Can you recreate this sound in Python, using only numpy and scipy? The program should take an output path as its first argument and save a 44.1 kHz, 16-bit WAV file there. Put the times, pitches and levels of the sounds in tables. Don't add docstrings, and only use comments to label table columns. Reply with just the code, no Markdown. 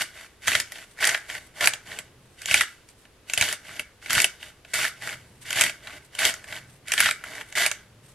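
import sys
import numpy as np
from scipy import signal
from scipy.fft import rfft, irfft
from scipy.io import wavfile
from scipy.ndimage import uniform_filter1d

SR = 44100
rng = np.random.default_rng(int(sys.argv[2]) if len(sys.argv) > 2 else 0)


def generate_wav(signal):
    frames = np.transpose(np.atleast_2d(signal))
    scaled = np.clip(frames, -1, 1) * 32767
    pcm = np.round(scaled).astype(np.int16)
    wavfile.write(sys.argv[1], SR, pcm)


N = 358974

# bite of the burr in seconds, length in seconds, place of the crest (0-1),
# level in dB, then shell, burr sizzle, hollow and grip thud in relative dB,
# take-up before the bite in seconds, take-up in relative dB, bite in relative dB.
TWISTS = [(0.0, 0.026, 0.85, -25, -1.5, 0, -11, -21.5, .03, -15, -6),
          (0.47, .138, 0, -27, -1, 0, -13, -17, 0.04, -14, -2),
          (1.005, .145, 0.18, -22.5, -8.5, -5, -10, -25.5, 0.026, -18.5, -7.5),
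          (1.609, 0.058, 0.77, -21.5, -3, -2, -5.5, -22, 0.045, -18.5, -7),
          (2.475, .155, 0.63, -25.5, 1, 0, -15.5, -20.5, .085, -20, -6.5),
          (3.381, 0.16, 0.35, -30, 1.5, 1, -9.5, -17, 0.095, -13, -5.5),
          (4.098, 0.14, 0.68, -24, -1.5, -0.5, -12, -17.5, 0.069, -19.5, -6),
          (4.736, .148, 0.73, -27.5, -2, -0.5, -12, -21.5, 0.057, -23, -0.5),
          (5.558, 0.14, 0.54, -26.5, -1, -1.5, -12.5, -18, 0.098, -8.5, -0.5),
          (6.187, .118, 0.64, -22.5, -0.5, -0.5, -8, -21.5, 0.05, -22.5, -8),
          (6.979, 0.12, 0.31, -21.5, -2.5, -3, -21.5, -23, .1, -12.5, -5),
          (7.554, 0.12, 0.58, -21.5, -3, -3, -10.5, -25.5, 0.055, -27.5, -5.5)]
# start in seconds, length in seconds, place of the crest (0-1),
# level in dB, then shell, burr sizzle, hollow and grip thud in relative dB.
RETURNS = [(0.144, 0.12, 0.26, -45.5, -3.5, -3, -9, -19), (0.715, 0.13, 0.5, -47, -0.5, 0.5, -7, -15),
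           (1.289, .095, 0.4, -36.5, -5, -3.5, -9.5, -21), (1.865, 0.14, 0.4, -42.5, -2, -2.5, -4, -12),
           (3.65, 0.17, 0.67, -42.5, -3.5, -3.5, -10, -12.5), (4.404, .1, 0.35, -48, 2, -0.5, -6.5, -18),
           (5.02, .125, .5, -35.5, -5, -3.5, -9.5, -19), (5.832, 0.15, 0.7, -44, -3.5, -4.5, -6.5, -13.5),
           (6.479, 0.11, 0.7, -38.5, -8, -4, -7.5, -21.5), (7.25, 0.17, 0.76, -38.5, -5.5, -5.5, -6.5, -14)]
FORWARD = dict(attack_s=0.0025, last_db=-7.5, stop_s=0.023, stop_db=-12.5, trickle_db_per_s=133.5)
BACKWARD = dict(attack_s=0.011, first_db=-4, last_db=-3, stop_s=0.0083, stop_db=-10, trickle_db_per_s=113)
# start in seconds, base level in dB, sizzle in dB relative to it, pitch of the knock in Hz.
CRACKS = [(0.4748, -26, -4, 2380), (0.4805, -18, -2.5, 1550), (0.5174, -21.5, -12, 1700),
          (0.5325, -25, -20, 2640), (0.551, -15.5, -10.5, 1720), (0.5999, -26, 4, 1660),
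          (0.72, -36.5, 0.5, 1740), (0.7567, -39.5, -16, 2650), (0.988, -36.5, -18, 2020),
          (1.042, -17, -7, 1930), (1.051, -25, 6, 2060), (1.0724, -27, 10.5, 2080), (1.0917, -22, 0, 1920),
          (1.1454, -18.5, -32.5, 1720), (1.175, -32, -8, 1650), (1.2993, -30, -8, 2020),
          (1.3496, -31, -8, 1860), (1.6077, -25.5, -5, 1980), (1.6417, -20, -10.5, 2100),
          (1.658, -32, 13, 2200), (1.6726, -12.5, -0.5, 2110), (1.7352, -28, -0.5, 1990),
          (1.9163, -35, -20, 1900), (1.9878, -32, 1, 2150), (2.4176, -41.5, 4.5, 2490),
          (2.4574, -28.5, 1.5, 2780), (2.5116, -18.5, -8, 2620), (2.5417, -11, -5.5, 2560),
          (2.6086, -14.5, -6, 1900), (2.888, -57.5, 8.5, 2320), (3.0522, -50, -14.5, 2685),
          (3.2978, -30, -4, 2370), (3.3351, -23, 2.5, 2750), (3.3758, -19, -2.5, 2800),
          (3.411, -16.5, -2, 2660), (3.423, -18.5, -6, 1630), (3.487, -27, -2, 3030),
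          (3.526, -28.5, 3, 1790), (3.7946, -24.5, -7.5, 2700), (4.06, -33.5, -21.5, 2200),
          (4.1053, -23.5, -2, 1780), (4.151, -21, -2, 2800), (4.1785, -16, -12, 1920),
          (4.2011, -17.5, 0, 2680), (4.2181, -31.5, 13.5, 1930), (4.243, -13.5, -3, 2920),
          (4.4275, -36.5, -14, 2630), (4.6484, -44.5, -17, 2740), (4.739, -33, 8.5, 2500),
          (4.85, -21, -13, 1600), (5.0216, -36, -12, 1690), (5.0732, -29.5, -4, 1510),
          (5.5057, -27, -0.5, 2640), (5.5283, -26, -1.5, 2800), (5.586, -23, -14, 2350),
          (5.6099, -16, 2, 2380), (5.6177, -18, -1.5, 2950), (5.6372, -19.5, -1, 1820),
          (5.8721, -36, -9, 2110), (6.1504, -36, -2.5, 2930), (6.1902, -26, -1, 2420),
          (6.251, -17, -1, 3250), (6.339, -34.5, 2.5, 1730), (6.4415, -40.5, -5, 2040),
          (6.5252, -32, -12, 2100), (6.8822, -36.5, 2, 2250), (6.919, -21, 0.5, 1990),
          (6.937, -22, 0.5, 2240), (6.9781, -18, -10, 2050), (7.0031, -14.5, 0.5, 2220),
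          (7.0583, -17, -14, 1810), (7.0665, -21.5, -26, 1600), (7.0878, -21.5, -24, 1660),
          (7.1096, -21.5, -3, 2420), (7.2386, -33, -9, 1640), (7.4105, -33, -14, 2060),
          (7.5243, -38, -2, 3000), (7.6625, -20, 2, 2230), (7.7137, -26, 1, 2120)]
# pitch in Hz, width in Hz, relative level in dB.
BODY = [(1400, 100, -6), (1535, 110, -.5), (1755, 80, -3), (2000, 120, .5), (2275, 100, -1.5)]
# pitch in Hz, width in Hz, relative level in dB.
SHELL = [(2600, 140, -3), (2770, 90, -4), (2895, 100, 0), (3210, 110, -4), (3500, 180, -7),
         (3850, 250, -10)]
# pitch in Hz, relative level in dB.
BURR = [(4350, 7), (4900, 4.5), (5550, 2), (6270, 1), (7050, 1.5), (7900, 0.5), (9050, 0), (10300, -2),
        (11600, -3)]
# pitch in Hz, width in Hz, relative level in dB.
HOLLOW = [(504, 490, -7.5), (646, 141, 4.5), (839, 122, 0.5), (1120, 270, -1.5)]
# pitch in Hz, width in Hz, relative level in dB.
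GRIP = [(85, 66, -0.5), (182, 430, -0.5), (342, 160, 2.5)]
# start in seconds, strength in relative dB.
JOLTS = [(0.488, -44.5), (0.556, -43.5), (1.677, -55), (2.514, -38), (2.545, -40.5), (3.38, -40),
         (3.413, -34.5), (4.17, -32), (6.254, -43)]
# start in seconds, length in seconds, level in dB.
REGRIPS = [(0.867, 0.096, -56), (1.41, 0.09, -55), (2.199, 0.24, -63.5), (2.865, 0.073, -57),
           (2.943, 0.12, -60.5), (5.225, 0.29, -61.5), (5.405, 0.037, -47.5), (6.02, .06, -55),
           (6.663, 0.13, -57), (7.45, 0.086, -54), (8.024, 0.12, -54)]
# frequency in Hz, relative level in dB per Hz.
RUSTLE = [(600, -12), (1400, -4), (2000, 1), (3000, 0), (5000, -4), (7300, -2), (8500, 5), (10000, -1),
          (12500, -5), (15000, -25)]
# frequency in Hz, time to fade by 60 dB in seconds, level in dB.
ROOM = [(200, 0.26, -7), (702, 0.057, -6.5), (1080, 0.17, -16), (1600, 0.36, -4.5), (2200, 0.18, -13),
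        (3220, 0.14, -13.5), (5960, 0.25, -9), (12000, 0.03, -5.5)]
# frequency in Hz, phase in radians.
PORT_PHASE = [(50, 0), (3000, 0), (4500, -.2), (6000, -.45), (7500, -1.15), (9200, -1.8), (11000, -2.4),
              (13000, -2.9)]
# frequency in Hz, side relative to mid in dB.
WIDTH = [(50, -25), (120, -17), (280, -8), (700, -11), (1500, -8), (2500, -6), (4500, -2), (8000, 0)]
# frequency in Hz, relative level in dB per Hz.
FLOOR = [(25, -10.5), (50, -2), (115, -4.5), (170, -11.5), (270, -10.5), (400, -8.5), (700, -15.5),
         (1500, -18), (3000, -20.5), (6000, -25.5), (12000, -27.5), (14000, -44)]
# time in seconds, level in dB.
HUM = [(0, -101), (1.5, -60.5), (2.2, -59), (2.9, -82), (4.6, -64), (5.3, -54), (6.1, -64.5), (6.7, -54),
       (7.3, -64.5), (8.1, -55.5)]

RETURN_TAKE_UP_S, RETURN_TAKE_UP_DB = 0.046, -14
TOUCH_S, TAKE_UP_GROWTH_DB = 0.077, 5.5
DULLING_DB = 0.5
CRUMBLE_DB, CRUMBLE_T60_S = -9, 0.08
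SMALL_CRACKS_PER_S, SMALL_CRACK_DB, SMALL_CRACK_SPREAD_DB = 16, -2.5, 3
CRACK_HOLLOW_DB, CRACK_HOLLOW_FOLLOWS = -40.5, 0.83
FLOOR_DB = -57
CUTOFF_HZ = 15900


def stroke(start, length, crest, take_up_s, take_up_db, first_db, attack_s, last_db, stop_s, stop_db,
           trickle_db_per_s):
    lead = max(take_up_s, attack_s)
    crest_s = np.clip(crest, 0, 1) * length
    knots_s = [-lead - TOUCH_S, -lead, -attack_s, 0, crest_s, length, length + stop_s]
    silent_db = -80
    knots_db = [silent_db, take_up_db - TAKE_UP_GROWTH_DB, take_up_db, first_db, 0, last_db, last_db + stop_db]
    first = max(int((start + knots_s[0]) * SR), 0)
    now = np.arange(first, min(int((start + 1) * SR), N))
    t = now / SR - start
    trickle_db = trickle_db_per_s * np.maximum(t - knots_s[-1], 0)
    gain = np.zeros(N)
    gain[now] = from_db(np.interp(t, knots_s, knots_db) - trickle_db)
    return gain


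def grinding_db():
    power = np.zeros(N)
    for s, length, crest, db, *_, lead_s, lead_db, bite_db in TWISTS:
        turn = stroke(s, length, crest, lead_s, lead_db, bite_db, **FORWARD)
        power += (from_db(db) * turn) ** 2
    for s, length, crest, db, *_ in RETURNS:
        turn = stroke(s, length, crest, RETURN_TAKE_UP_S, RETURN_TAKE_UP_DB, **BACKWARD)
        power += (from_db(db) * turn) ** 2
    crumbs = np.zeros(N)
    for s, db, *_ in CRACKS:
        crumbs[int(s * SR)] = from_db(db + CRUMBLE_DB) ** 2
    keep = from_db(-60 / (CRUMBLE_T60_S * SR)) ** 2
    return 10 * np.log10(power + signal.lfilter([1], [1, -keep], crumbs + 1e-18))


def grip_colour():
    rows = []
    for s, length, _, _, shell, sizzle, hollow, thud, *_ in TWISTS + RETURNS:
        for done in (0, 1):
            dulled = sizzle + DULLING_DB * (.5 - done)
            rows.append((s + done * length, shell, dulled, hollow, thud))
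    return in_time(sorted(rows))


def crunch(level_db, size_db=0.5, clump_hz=130, dust=.25, chips_db=-5):
    shell_db, sizzle_db, hollow_db, thud_db = grip_colour()
    effort = from_db((level_db - level_db.max()) / 2)
    born = rng.random(N) < (2000 + 1500 * effort) / SR
    sizes = from_db(size_db * np.minimum(rng.exponential(1, N), 3.5)) * rng.choice([-1, 1], N)
    force = born * sizes + dust * rng.standard_normal(N)
    force /= np.sqrt(uniform_filter1d(force ** 2, size=300))
    clumps = np.minimum(rms_one(cut(rng.standard_normal(N), clump_hz, "low")), 2)
    clumping = from_db(1.3 * clumps)
    parts = mill(spray(force * clumping))
    shares_db = (-3.3, shell_db - 3.5, sizzle_db - 2.0, hollow_db - 3.0, thud_db - 1.0)
    fine = sum(rms_one(part) * from_db(db) for part, db in zip(parts, shares_db))
    coarse = from_db(chips_db) * chips()
    return from_db(level_db) * (fine + coarse)


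def chips(per_s=130, size_db=3.0, width_hz=450):
    born = rng.random(N) < per_s / SR
    sizes = from_db(size_db * np.minimum(rng.exponential(1, N), 2))
    clicks = born * sizes * rng.choice([-1, 1], N)
    pitches = np.geomspace(1450, 3300, num=9)
    dealt = rng.integers(0, len(pitches), N)
    knocks = sum(resonate(clicks * (dealt == k), [(hz, width_hz, 0)]) / hz for k, hz in enumerate(pitches))
    return rms_one(cut(cut(knocks, 1100, "high"), 5800, "low"))


def cracks(rows, jagged=0.46):
    starts, level_db, sizzle_db, knock_hz = np.transpose(rows)
    hollow_db = CRACK_HOLLOW_DB + CRACK_HOLLOW_FOLLOWS * (level_db + 25) - level_db
    t = np.arange(SR // 20) / SR
    draws = rng.standard_normal((len(starts), 2, len(t)))
    snap_hz = rng.uniform(5500, 11000, len(starts))
    burst = np.exp(-(t / .0024) ** 2) + .18 * np.exp(-t / .007)
    force = spray(np.sign(draws[:, 0]) * np.exp(jagged * draws[:, 1]) * burst)
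    body, shell, burr, hollow, _ = mill(force)
    blow = cut(cut(force, 1250, "high", order=4), 3800, "low")
    out = np.zeros((2, N + len(t)))
    for k, s in enumerate(starts):
        spring = resonate(blow[:, k], [(knock_hz[k], 450, 3)])
        snap = burr[:, k] + resonate(burr[:, k], [(snap_hz[k], 1400, 4)])
        parts = (spring + body[:, k] + shell[:, k], snap, hollow[:, k])
        at = max(int(s * SR), 0)
        for part, db in zip(parts, (1.3, sizzle_db[k], hollow_db[k])):
            attack_rms = np.sqrt(np.sum(part ** 2) / 2 / (.005 * SR))
            out[:, at:at + len(t)] += part * from_db(level_db[k] + db) / attack_rms
    return out[:, :N]


def small_cracks(level_db, sizzle_db=-3, sizzle_spread_db=5):
    rows = []
    for start, length, *_ in TWISTS + RETURNS:
        chances = rng.random((12, 3))
        sizes = rng.standard_normal((12, 2))
        for (chance, place, pitch), (size, bright) in zip(chances, sizes):
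            if chance < SMALL_CRACKS_PER_S * length / len(chances):
                s = start + place * length
                db = level_db[int(s * SR)] + SMALL_CRACK_DB + SMALL_CRACK_SPREAD_DB * size
                knock_hz = 1550 * 2 ** pitch
                rows.append((s, db, sizzle_db + sizzle_spread_db * bright, knock_hz))
    return rows


def spray(force):
    aim = .65 * rng.choice([-1, 1], force.shape)
    side = cut(force * aim, 4200, "high", order=4)
    return np.array([force + side, force - side])


def mill(force):
    body = cut(resonate(force, BODY), 1300, "high", order=4)
    shell = cut(resonate(force, SHELL), 3600, "high")
    burr = resonate(force, [(hz, hz / 11, db) for hz, db in BURR])
    burr = cut(cut(burr, 5100, "high"), 14000, "low", order=8)
    hollow = cut(resonate(force, HOLLOW), 1500, "low")
    grip = cut(resonate(force, GRIP), 500, "low")
    return body, shell, burr, hollow, grip


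def jolts(hz=95, width_hz=45, soft_hz=220):
    kicks = np.zeros(N)
    for s, db in JOLTS:
        kicks[int(s * SR)] = from_db(db) * SR / (np.pi * width_hz)
    return cut(resonate(kicks, [(hz, width_hz, 3)]), soft_hz, "low")


def regrips(flicker_hz=60, flicker_db=3):
    t = np.arange(N) / SR
    swell = np.zeros(N)
    for s, length, db in REGRIPS:
        rise_and_fall = np.interp(t, [s, s + length / 2, s + length], [0, 1, 0]) ** .5
        swell += from_db(db) * rise_and_fall
    hz, noise = stereo_noise(N)
    rustle = irfft(noise * from_db(at_hz(RUSTLE, hz)), N)
    wobble = np.minimum(rms_one(cut(rng.standard_normal(N), flicker_hz, "low")), 2)
    return swell * rms_one(rustle * from_db(flicker_db * wobble))


def kitchen(x, first_echo_s=0.0039):
    t = np.arange(SR // 2) / SR
    hz, noise = stereo_noise(len(t))
    edges = np.geomspace(75, 19200, num=17)
    room = np.array(ROOM)
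    t60_rows, level_rows = room[:, :2], room[:, ::2]
    echoes = 0
    for low, high in zip(edges, edges[1:]):
        centre = np.sqrt(low * high)
        decay = from_db(-60 * t / at_hz(t60_rows, centre)) * (t > first_echo_s)
        band = irfft(noise * ((hz >= low) & (hz < high)), len(t))
        echoes = echoes + band * decay / np.linalg.norm(decay) * from_db(at_hz(level_rows, centre))
    left, right = x
    phase = at_hz(PORT_PHASE, np.fft.rfftfreq(N, 1 / SR))
    direct = np.array([irfft(rfft(left) * np.exp(1j * phase), N), right])
    return direct + signal.fftconvolve(x, echoes, axes=1)[:, :N]


def background(hum_hz=116, hum_width_hz=35):
    hz, noise = stereo_noise(N)
    hum = rms_one(resonate(rng.standard_normal(N), [(hum_hz, hum_width_hz, 0)]))
    hum_db, = in_time(HUM)
    floor = rms_one(irfft(noise * from_db(at_hz(FLOOR, hz)), N))
    return from_db(FLOOR_DB) * floor + from_db(hum_db) * hum


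def from_db(db):
    return 10 ** (np.asarray(db) / 20)


def rms_one(x):
    return x / np.sqrt(np.mean(x ** 2) + 1e-20)


def in_time(rows):
    s, *columns = np.transpose(rows)
    return [np.interp(np.arange(N) / SR, s, c) for c in columns]


def at_hz(points, hz):
    known_hz, values = np.transpose(points)
    return np.interp(np.log(np.maximum(hz, 1)), np.log(known_hz), values)


def cut(x, hz, kind, order=2):
    sos = signal.butter(order, np.clip(hz, 10, .45 * SR), kind, fs=SR, output="sos")
    return signal.sosfilt(sos, x + 1e-18)


def resonate(x, modes):
    out = 0
    for k, (hz, width, db) in enumerate(modes):
        r = np.exp(-np.pi * width / SR)
        poles = [1, -2 * r * np.cos(2 * np.pi * hz / SR), r * r]
        gain = (-1) ** k * from_db(db) * (1 - r * r) / 2
        out = out + gain * signal.lfilter([1, 0, -1], poles, x + 1e-18)
    return out


def stereo_noise(size):
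    hz = np.fft.rfftfreq(size, 1 / SR)
    mid, side = rfft(rng.standard_normal((2, size)))
    width = from_db(at_hz(WIDTH, hz))
    return hz, (mid + width * side * [[1], [-1]]) / np.sqrt(1 + width ** 2)


def scene():
    pan = from_db([[-.3], [.3]])
    level_db = grinding_db()
    grinding = crunch(level_db) + cracks(CRACKS + small_cracks(level_db)) + jolts()
    return kitchen(grinding) * pan + regrips() + background()


def record(dry):
    top_cut = signal.ellip(8, .05, 60, CUTOFF_HZ, fs=SR, output="sos")
    return signal.sosfiltfilt(top_cut, np.clip(dry, -1, 1))


dry = scene()
out = record(dry)
generate_wav(out)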